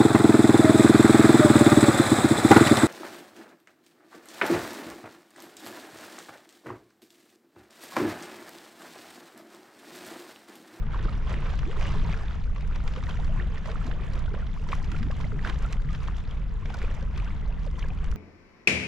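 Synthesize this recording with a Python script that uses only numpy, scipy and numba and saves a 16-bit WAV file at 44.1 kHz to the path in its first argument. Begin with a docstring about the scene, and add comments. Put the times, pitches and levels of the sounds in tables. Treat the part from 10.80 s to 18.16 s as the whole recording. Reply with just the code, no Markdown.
"""River lapping a stone bank

A wide muddy river laps a sloping stone bank on a foggy day, close below the listener.
Wind and far-off rumble fill the bass, and a faint narrow hum hangs over the water.
Wavelets wash up as a fizz of countless bubbles, and drops slap and tick on the stones.
Small bubbles pop as short tones; pockets of air glug, gliding in pitch as they surface."""
import sys
import numpy as np
from scipy import signal
from scipy.fft import rfft, irfft, next_fast_len
from scipy.io import wavfile
from scipy.ndimage import uniform_filter1d
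from numba import njit

SR = 44100
rng = np.random.default_rng(int(sys.argv[2]) if len(sys.argv) > 2 else 0)


def unload_wav(signal):
    """Save mono or channel-first audio to the path in sys.argv[1] as 16-bit WAV at rate SR, clipped to [-1, 1]."""
    wavfile.write(
        sys.argv[1],
        SR,
        np.round(np.clip(np.atleast_2d(signal).T, -1, 1) * 32767).astype(np.int16),
    )


N = 324576
BIN_HZ = np.maximum(np.arange(N // 2 + 1) * SR / N, 1)


def undb(db):
    """Decibels to gain."""
    return 10 ** (np.asarray(db) / 20)


def unit(x):
    """Scale to rms 1."""
    return x / np.sqrt(np.mean(x ** 2))


def curves(table):
    """Automation lanes: each column ramps straight between its time points."""
    s, *columns = np.transpose(table)
    return [np.interp(np.arange(N) / SR, s, c) for c in columns]


def at(table, hz):
    """Value of a (Hz, value) table on a log-frequency axis."""
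    f, v = np.transpose(table)
    return np.interp(np.log(hz), np.log(f), v)


def walk(rate_hz):
    """Random modulator: sample-and-hold, smoothed twice, with a spread near 1."""
    hold = int(SR / rate_hz)
    steps = np.repeat(rng.standard_normal(N // hold + 1), hold)
    return 1.3 * uniform_filter1d(uniform_filter1d(steps, hold), hold)[:N]


def noise(gain, alike):
    """Mid/side noise with a gain per frequency; alike runs from 0 (wide) to 1 (mono)."""
    mid, side = rfft(rng.standard_normal((2, N))) * gain
    alike = np.clip(alike, 0, 1)
    mid, side = mid * np.sqrt((1 + alike) / 2), side * np.sqrt((1 - alike) / 2)
    return irfft(np.array([mid + side, mid - side]), N)


def bands(spectrum, alike, centres_hz):
    """Coloured noise in overlapping bands that together have rms 1."""
    gain = unit(undb(at(spectrum, BIN_HZ)))
    shares = [np.interp(np.log(BIN_HZ), np.log(centres_hz), row) for row in np.eye(len(centres_hz))]
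    return [noise(gain * np.sqrt(share), at(alike, BIN_HZ)) for share in shares]


# Wind swells: (time [s], deep bass level [dB], upper bass level [dB])
WIND_SWELLS = [(0, -28, -36.5), (0.7, -26.5, -36.5), (.9, -24.5, -40.5), (1.1, -22.5, -36),
               (1.29, -24.5, -31), (1.37, -28, -41), (2.2, -27, -38), (2.55, -24, -36), (2.75, -28.5, -39),
               (3.4, -27, -37.5), (3.8, -28, -38), (4.3, -26, -33.5), (5.0, -27, -38.5), (5.7, -28, -40.5),
               (6.4, -28, -38), (6.9, -26.5, -40), (7.36, -25.5, -37.5)]
# Rumble EQ: (frequency [Hz], relative level [dB])
RUMBLE_EQ = [(5, -28.5), (12, -2), (22, 1.5), (33, -1.5), (54, -2), (70, -9.5), (105, -10), (157, -11.5),
             (254, -25), (340, -34), (450, -65), (700, -120)]
# Rumble stereo image: (frequency [Hz], left-right correlation [0-1])
RUMBLE_IMAGE = [(20, 0.78), (60, 0.88), (100, 0.5), (130, 0.39), (200, 0.82), (300, 0.57)]
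def wind():
    """Turbulent rumble whose deep and upper bass swell separately."""
    deep_db, upper_db = curves(WIND_SWELLS)
    deep, upper = bands(RUMBLE_EQ, RUMBLE_IMAGE, [70, 115])
    return undb(deep_db) * unit(deep) + undb(upper_db) * unit(upper)


# Hum resonances: (centre [Hz], width [Hz], level [dB])
HUM_BANDS = [(148.5, 15, -50), (444.2, 20, -61), (2044, 29, -69.5)]
def hum():
    """Faint narrow bands of noise that waver, perhaps a distant engine."""
    out = 0
    for hz, width, db in HUM_BANDS:
        resonance = 1 / (1 + (2 * (BIN_HZ - hz) / width) ** 2)
        out += undb(db + .67 * walk(2.2)) * unit(noise(resonance, alike=.97))
    return out


# Wavelets on the stones: (crest time [s], length [s], wash crest [dB], spray crest [dB])
WAVELET_CRESTS = [(0.17, .3, -45, -62), (0.3, .3, -51, -59), (0.51, .15, -42, -55), (0.662, .35, -45, -56),
                  (1.06, .5, -43, -51), (1.317, .2, -46.5, -59.5), (1.501, .4, -53, -58.5),
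                  (1.811, .15, -50, -62.5), (1.959, .2, -48, -63), (2.079, .2, -54, -59.5),
                  (2.175, .15, -50, -60), (2.297, .14, -45, -55), (2.428, .2, -50, -58.5),
                  (2.584, .2, -48, -60), (2.749, .15, -48, -59.5), (2.896, .2, -47, -55),
                  (3.069, .25, -48, -58.5), (3.227, .2, -48, -63), (3.37, .25, -50, -58.5),
                  (3.585, .2, -49, -67.5), (3.764, .25, -55, -59.5), (3.933, .14, -46, -54),
                  (4.148, .4, -51, -59), (4.413, .3, -51, -58), (4.671, .13, -41, -54),
                  (4.827, .2, -49, -59.5), (4.921, .09, -50, -54.5), (5.139, .14, -50, -56.5),
                  (5.241, .12, -52, -60), (5.285, .1, -49, -63), (5.383, .12, -54, -59),
                  (5.498, .35, -54, -64), (5.917, .3, -51, -59.5), (6.039, .25, -48, -59.5),
                  (6.172, .15, -51, -64), (6.379, .2, -50, -60), (6.498, .35, -51, -64.5),
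                  (6.829, .17, -54, -61), (7.023, .3, -49, -60.5), (7.258, .25, -53, -65.5)]
def wavelets(attack_share=.4, drop_db=10, calm_wash_db=-57, calm_spray_db=-70):
    """Wash and spray envelopes in dB: each wavelet runs up, crests and drains into the calm hiss."""
    crest_s, length, *crests_db = np.transpose(WAVELET_CRESTS)[:, :, None]
    t = np.arange(0, N, 64) / SR
    # 0 at the crest, 1 at either end of the wavelet
    away = np.maximum((crest_s - t) / attack_share, (t - crest_s) / (1 - attack_share)) / length
    envelopes = []
    for crest_db, calm_db in zip(crests_db, (calm_wash_db, calm_spray_db)):
        power = undb(2 * calm_db) + undb(2 * (crest_db - drop_db * away)).sum(axis=0)
        envelopes.append(np.interp(np.arange(N) / SR, t, 10 * np.log10(power)))
    return envelopes


# Water fizz EQ: (frequency [Hz], relative level [dB])
FIZZ_EQ = [(150, -56.5), (250, -10.5), (450, -6), (820, -9), (950, -5), (1420, -7), (3460, -14),
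           (4250, -21), (7180, -25.5), (8400, -37.5), (10300, -36.5), (12000, -41.5), (13800, -59.5)]
# Fizz stereo image: (frequency [Hz], left-right correlation [0-1])
FIZZ_IMAGE = [(300, 0.47), (1000, 0.77), (2500, 0.48), (5000, 0.98), (8000, 1), (12000, 0.1)]
def wash(wash_db, spray_db, mist_db):
    """Countless far bubbles blur into a hiss whose bands flicker together and alone."""
    centres_hz = 300 * 2 ** np.arange(0, 5.6, .6)
    out, shared_flicker = 0, walk(30)
    mist_db = mist_db + 1.5 * walk(12)
    for hz, band in zip(centres_hz, bands(FIZZ_EQ, FIZZ_IMAGE, centres_hz)):
        spray = np.clip(np.log2(hz / 1500) / 1.86, 0, 1)  # the highs ride the spray envelope
        mist = np.clip(np.log2(hz / 5000), 0, 1)
        follow = np.clip(hz / 900, .3, 1)  # the low murmur comes from further off and swells less
        db = (1 - spray) * (follow * (wash_db + 52) - 52) + spray * (spray_db + 6) + mist * mist_db
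        flicker_db = (1.37 - .5 * spray) * shared_flicker + 1.2 * walk(11)
        out += band * undb(db + flicker_db)
    return out


@njit
def ring(rows, swell, sharp, bend, vibrato, tremolo):
    """Each bubble is a sine that swells, fades and glides as its air nears the surface."""
    out = np.zeros((2, N))
    for s, left, right, hz, octaves, length in rows:
        start, count, phase = int(s * SR), int(length * SR), 0.
        for j in range(min(count, N - start)):
            i, age = start + j, j / count
            phase += 2 * np.pi * hz * vibrato[i] * 2 ** (octaves * age ** bend) / SR
            tone = np.sin(np.pi * age ** swell) ** sharp * np.sin(phase) * tremolo[i]
            out[0, i] += left * tone
            out[1, i] += right * tone
    return out


def bubbles(s, db, hz, octaves, length, pan_db, swell=.34, sharp=1.79, bend=1.43, churn=1):
    """Bubbles shaken by churning water; swell delays the peak, sharp narrows it, bend delays the glide."""
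    rows = np.column_stack([s, undb(db + pan_db / 2), undb(db - pan_db / 2), hz, octaves, length])
    vibrato = 2 ** (churn * .04 * walk(260))
    tremolo = undb(churn * 2.5 * np.clip(walk(260), -2, 1))
    return ring(rows, swell, sharp, bend, vibrato, tremolo)


def crowd(when, envelope_db, follow):
    """Turn 0-1 draws into sample positions, denser where the envelope is high."""
    total = np.cumsum(undb(follow * envelope_db))
    return np.minimum(np.searchsorted(total / total[-1], when), N - 1)


def patter(wash_db, spray_db, count=6000):
    """A bed of small bubbles that thickens with each wavelet; a few stand out."""
    when, size, pitch, cycles, glide, pan = rng.random((count, 6)).T
    i = crowd(when, wash_db, follow=1.2)
    hz = 300 * 2 ** (5.2 * pitch)
    spray = np.clip(np.log2(hz / 1500) / 1.5, 0, 1)
    ride_db = (1 - spray) * .5 * (wash_db[i] + 46.5) + spray * .66 * (spray_db[i] + 61)
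    colour_db = at(FIZZ_EQ, hz) + 10 * np.log10(hz / 1000)  # the fizz in a band as wide as the pitch
    accent_db = np.minimum(-3.2 * np.log(size), 5.5)
    db = ride_db + colour_db + accent_db - 42.5
    length = 3.07 * 6.3 ** cycles / hz
    return bubbles(i / SR, db, hz, 1.45 * glide - .25, length, pan_db=7 * pan - 3.5)


def spatter(wash_db, spray_db, count=300):
    """Cues for splash(): faint drops ticking on wet stone, each with its own colour."""
    when, size, low, high, fade = rng.random((count, 5)).T
    i = np.maximum(crowd(when, spray_db, follow=.5), 100)
    db = spray_db[i] + np.minimum(-3 * np.log(size), 9) - 6.5
    body_db = wash_db[i] - spray_db[i] - 16 * low + 8.5
    mist_db = 14 * high - 8.5
    return np.column_stack([i / SR, db, body_db, mist_db, .011 + .014 * fade])


# Water slapping stone: (time [s], spray level [dB], body relative to spray [dB])
SLAP_HITS = [(0.1366, -68, 4), (0.2423, -46, -3), (0.4903, -55, 10), (0.5056, -51.5, 13),
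             (0.7913, -42.5, 6.5), (1.0111, -47, 2), (1.046, -52, 1), (1.0695, -49, 0), (1.1218, -43, -6),
             (1.3269, -43.5, 5), (1.3748, -47, -3), (1.5579, -60, -2), (1.7614, -52.5, 15),
             (1.8083, -51, 8), (1.8756, -53, -12), (1.959, -44, 8), (2.0775, -40, 7.5), (2.1246, -54, 7),
             (2.1375, -48, 10.5), (2.162, -46.5, 13), (2.2383, -44, 8), (2.2947, -43, 8.5), (2.445, -48, 6),
             (2.78, -46, 7), (2.8585, -45, 9.5), (2.8744, -47, -1), (2.916, -46, 8), (3.0664, -45, -8),
             (3.113, -56, 23), (3.3348, -41, -2), (3.3917, -46.5, -5), (3.667, -52, 11), (3.889, -43, 8),
             (3.9192, -49.5, 16), (4.0277, -48, -8), (4.0447, -42.5, 3), (4.118, -43, 8.5), (4.166, -51, 8),
             (4.1874, -48, 7), (4.2298, -44.5, 12), (4.3135, -44.5, 6.5), (4.4106, -46, 12),
             (4.6485, -45, 10), (4.674, -47, 13), (4.6977, -39, 9), (4.7436, -48, 3), (4.788, -45.5, -6),
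             (4.824, -51, -19), (4.8628, -55, -16), (4.91, -58, -6), (4.9268, -35.5, -2), (5.02, -51, 7),
             (5.106, -52, 1), (5.131, -47.5, 3), (5.15, -47, 13), (5.161, -56, -8), (5.2325, -46, -13),
             (5.251, -53, -6), (5.278, -46.5, 8), (5.3684, -47, -13), (5.387, -59, -3), (5.402, -66, -3),
             (5.51, -52, -2), (5.8574, -48, 11), (5.902, -49, 10.5), (5.9425, -39.5, -2), (5.9693, -48, -8),
             (5.988, -43, 2), (6.0282, -49, 5), (6.1484, -51, -11), (6.227, -49, 6), (6.3594, -52, 8),
             (6.377, -42, 4), (6.446, -50, -3), (6.6768, -52.5, 1), (6.864, -49, -4), (6.9124, -54, 4),
             (6.993, -42.5, 1), (7.0854, -50, -10), (7.2434, -49, 9), (7.3148, -45.5, 4)]
def slaps(fade_s=.022):
    """Cues for splash(): the foreground slaps, where the heavier ones throw less mist."""
    s, db, body_db = np.transpose(SLAP_HITS)
    mist_db = -9 - .39 * body_db - rng.standard_normal(len(s))
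    return np.column_stack([s, db, body_db, mist_db, np.full(len(s), fade_s)])


def splash(cues, bank_mist_db):
    """Water hits stone as a burst of fizz in three bands: body, spray (the first to die) and mist."""
    body, spray, mist = bands(FIZZ_EQ, FIZZ_IMAGE, [3600, 5000, 7000])
    body = irfft(rfft(body) / (1 + (900 / BIN_HZ) ** 4), N)  # low cut: too small to boom
    power = np.zeros((3, 2, N))  # (band, channel, sample)
    for (s, db, body_db, mist_db, fade_s), pan in zip(cues, rng.standard_normal((len(cues), 3))):
        i = int((s - .002) * SR)
        t = np.arange(min(int(2 * fade_s * SR), N - i)) / SR
        attack = np.minimum(t / .0022, 1)
        layers = [(body_db, .7, 2.5), (0, 1, 2.5), (mist_db + bank_mist_db[int(s * SR)], .8, 7)]
        for k, (layer_db, pace, scatter_db) in enumerate(layers):
            balance = undb(scatter_db * pan[k] * np.array([[1], [-1]]))
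            envelope = attack * undb(db + layer_db - 60 * pace * t / fade_s)
            power[k, :, i:i + len(t)] += balance * envelope ** 2
    return sum(unit(band) * np.sqrt(p) for band, p in zip((body, spray, mist), power))


# Foreground bubbles: (time [s], level [dB], pitch [Hz], length [s])
BUBBLE_POPS = [(0.144, -27.5, 1078, 0.0083), (0.155, -40.5, 932, 0.033), (0.193, -40, 1764, 0.0078),
               (0.283, -32.5, 1280, 0.021), (0.469, -41, 1160, 0.0099), (0.541, -30, 1900, .003),
               (0.627, -36, 940, 0.0085), (0.684, -35.5, 1200, 0.01), (0.832, -28, 1296, 0.0016),
               (0.93, -36, 1300, 0.007), (0.968, -26.5, 1220, 0.0026), (1.0118, -29, 2230, 0.0018),
               (1.019, -41, 900, .008), (1.049, -40, 2900, .006), (1.05, -40, 1184, .025),
               (1.073, -41, 2950, 0.0064), (1.08, -36, 2920, 0.011), (1.148, -34, 990, 0.015),
               (1.171, -36.5, 1570, 0.0065), (1.25, -40, 940, 0.022), (1.269, -37, 980, 0.012),
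               (1.3, -35, 2220, 0.0041), (1.325, -48, 1090, 0.013), (1.333, -36.5, 2430, 0.0088),
               (1.342, -28.5, 1610, 0.0032), (1.763, -39, 1060, 0.0077), (2.063, -37, 980, 0.0037),
               (2.162, -39, 1210, 0.013), (2.21, -39, 1950, .005), (2.228, -34, 1020, 0.0041),
               (2.269, -37, 1910, .006), (2.286, -39, 1000, 0.019), (2.29, -36, 1570, 0.0068),
               (2.306, -40, 3170, 0.009), (2.311, -36, 1350, 0.0067), (2.342, -40, 1390, 0.011),
               (2.369, -41, 1950, 0.009), (2.599, -30.5, 1810, 0.0071), (2.618, -42, 1380, 0.011),
               (2.774, -35, 1840, 0.0079), (2.884, -33, 1080, 0.0097), (2.957, -28.5, 1320, 0.005),
               (3.014, -33.5, 1300, 0.01), (3.068, -40, 1120, 0.0084), (3.104, -44, 1170, 0.0075),
               (3.195, -40, 1120, 0.0052), (3.273, -47, 1690, .015), (3.479, -38.5, 1470, 0.013),
               (3.541, -35, 1480, 0.0045), (3.626, -42.5, 1420, 0.012), (3.773, -39, 1170, 0.0087),
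               (3.867, -42, 990, 0.019), (3.922, -28.5, 2370, 0.0041), (3.93, -20.5, 1085, 0.0071),
               (3.935, -27, 1950, 0.0026), (4.017, -42, 1020, 0.016), (4.117, -37, 1426, 0.017),
               (4.146, -37, 1410, 0.013), (4.163, -35, 2500, 0.0048), (4.218, -43, 1920, 0.0054),
               (4.307, -41, 1150, 0.0089), (4.308, -38, 1800, 0.0073), (4.322, -37, 1140, 0.013),
               (4.402, -36, 1040, 0.0067), (4.443, -37.5, 2070, 0.0084), (4.52, -34, 1400, 0.0038),
               (4.592, -31, 1910, 0.0038), (4.649, -25.5, 1560, 0.0075), (4.664, -28, 1620, 0.0036),
               (4.672, -33, 1960, 0.0092), (4.692, -37, 1340, .003), (4.821, -40, 1470, 0.0033),
               (4.708, -41, 790, 0.012), (4.851, -35, 1370, 0.012), (4.931, -28, 2500, 0.0017),
               (5.089, -36, 1960, 0.0035), (5.095, -43.5, 1200, 0.036), (5.152, -45, 1310, .003),
               (5.222, -46, 2720, 0.0046), (5.284, -28, 1190, 0.0044), (5.511, -39.5, 3250, 0.0059),
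               (5.858, -43, 2210, .009), (5.903, -32.5, 835, 0.0059), (5.937, -37, 1480, 0.025),
               (5.947, -31.5, 890, 0.0039), (6.0172, -29.5, 1930, 0.0022), (6.047, -40, 2500, .007),
               (6.112, -41, 1770, 0.0085), (6.362, -45, 2510, 0.011), (6.374, -35, 1050, .007),
               (6.4, -37, 2410, 0.0046), (6.466, -44, 1490, 0.025), (6.482, -43, 1180, 0.024),
               (6.981, -42, 1016, 0.014), (6.992, -41, 2040, 0.007), (7.024, -38, 2200, 0.0073),
               (7.028, -35.5, 3000, 0.0036), (7.04, -38.5, 1670, 0.013), (7.104, -41, 2500, 0.0058),
               (7.325, -33.5, 1403, 0.0031)]
def pops(glide_octaves=-.021, spread_db=4):
    """Small bubbles pop along the water's edge, each a short ping of nearly steady pitch."""
    s, db, hz, length = np.transpose(BUBBLE_POPS)
    pan_db = spread_db * rng.standard_normal(len(s))
    return bubbles(s, db, hz, np.full(len(s), glide_octaves), length, pan_db, churn=.64)


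# Trapped air: (time [s], level [dB], start pitch [Hz], glide [octaves], length [s])
AIR_POCKETS = [(0.246, -38, 298, 1.3, 0.04), (0.506, -37, 480, 0.3, 0.013), (0.536, -34, 267, -0.5, 0.025),
               (0.568, -43, 299, 2.3, 0.047), (0.732, -36, 615, 1.5, 0.014), (0.864, -36, 292, 1.3, 0.073),
               (0.97, -41, 368, 0.7, .03), (1.022, -39, 570, -0.3, 0.018), (1.044, -46, 473, -3.7, 0.035),
               (1.078, -28.5, 124, 0.2, 0.065), (1.085, -41.5, 320, -2.2, 0.045),
               (1.155, -41, 432, -0.2, 0.039), (1.16, -35, 204, -1, 0.019), (1.235, -36, 201, -0.5, 0.041),
               (1.262, -27, 148, 0.4, 0.078), (2.173, -33.5, 456, 0.5, 0.022), (2.109, -51, 1260, 2, 0.02),
               (2.388, -41, 620, 1.5, 0.0323), (2.492, -39, 605, 0.3, 0.036), (2.582, -44, 357, 0.1, 0.1),
               (2.855, -41, 690, -1.2, 0.021), (2.877, -41, 615, 0.3, 0.043),
               (2.89, -40.5, 446, 0.1, 0.056), (2.958, -48, 487, 1.8, 0.049), (3.052, -36, 232, 0.3, 0.051),
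               (3.075, -41, 286, 2.5, 0.046), (3.12, -45, 423, 1, .05), (3.312, -52, 490, 0.5, .025),
               (3.515, -42, 434, -0.2, 0.03), (3.539, -33, 297, 3.8, 0.017), (3.563, -39, 530, 0.5, .02),
               (3.89, -37.5, 287.5, 2.5, 0.045), (4.122, -40, 260, 1.2, 0.04),
               (4.205, -30.5, 184, 0.7, 0.048), (4.258, -32.5, 203, 1.1, 0.024),
               (4.3, -36.5, 493, 1.2, 0.013), (4.448, -41.5, 540, 0.8, 0.029),
               (4.525, -39.5, 440, -0.2, 0.049), (4.56, -32, 157, -0.6, 0.063),
               (4.699, -36, 300, -1.1, 0.018), (5.05, -28.5, 141, 0.5, 0.11),
               (6.038, -35.5, 386, 1.1, 0.0163), (6.222, -42, 514, .2, 0.029),
               (6.687, -46.5, 557, 1, 0.033), (6.865, -39, 626, -0.9, 0.028), (7.03, -61, 1030, -1, 0.052),
               (7.103, -46, 706, 0.5, 0.034)]
def glugs(spread_db=4):
    """Air pockets ring between the stones: lower, rounder tones, most of them sliding up."""
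    pan_db = spread_db * rng.standard_normal(len(AIR_POCKETS))
    return bubbles(*np.transpose(AIR_POCKETS), pan_db, swell=.33, sharp=.83, bend=1.22)


# Where the water breaks along the bank: (time [s], left minus right [dB], mist trim [dB])
BANK_MOVES = [(0, -1, -3), (.5, -2.5, -4), (1.05, -1.5, -2.5), (1.5, -1, -6), (1.85, 1, 1),
              (2.3, -1.5, 2.5), (2.85, -3, -0.5), (3.4, -2, -1.5), (4.03, -0.5, 1), (4.6, -2.5, 3.5),
              (5.2, 0.5, 0.5), (5.9, -1, -0.5), (6.4, -0.5, -1.5), (7.0, 1, 0), (7.36, -0.5, 3)]
def scene():
    """The mix: the water drifts left and right along the bank, over wind and hum."""
    wash_db, spray_db = wavelets()
    pan_db, mist_db = curves(BANK_MOVES)
    drops = spatter(wash_db, spray_db)
    water = splash(np.vstack([slaps(), drops]), mist_db)
    water += wash(wash_db, spray_db, mist_db) + patter(wash_db, spray_db) + glugs() + pops()
    return wind() + hum() + water * undb(np.array([pan_db, -pan_db]) / 2)


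# Colour difference of the two microphone ports: (frequency [Hz], left minus right [dB])
PORT_BALANCE = [(30, -0.3), (60, 1.5), (125, 0.2), (250, 0.5), (1000, 0.5), (4000, 0), (8000, 2),
                (12000, 5)]
def record(dry):
    """A phone's two ports differ in colour, the left hears a moment later, and the top is cut."""
    left_lag_s, top_hz = 2e-5, 14000
    pad = next_fast_len(N + 8192) - N  # handles at both ends let the filters settle
    lead = pad // 2
    padded = np.pad(dry, ((0, 0), (lead, pad - lead)), mode="reflect", reflect_type="odd")
    hz = np.maximum(np.arange((N + pad) // 2 + 1) * SR / (N + pad), 1)
    left = undb(at(PORT_BALANCE, hz) / 2) * np.exp(-1j * np.pi * hz * left_lag_s)
    heard = irfft(rfft(padded) * np.array([left, 1 / left]), N + pad)
    high_cut = signal.ellip(8, .2, 70, top_hz, fs=SR, output="sos")
    return signal.sosfilt(high_cut, heard)[:, lead:lead + N]


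dry = scene()
out = record(dry)
unload_wav(out)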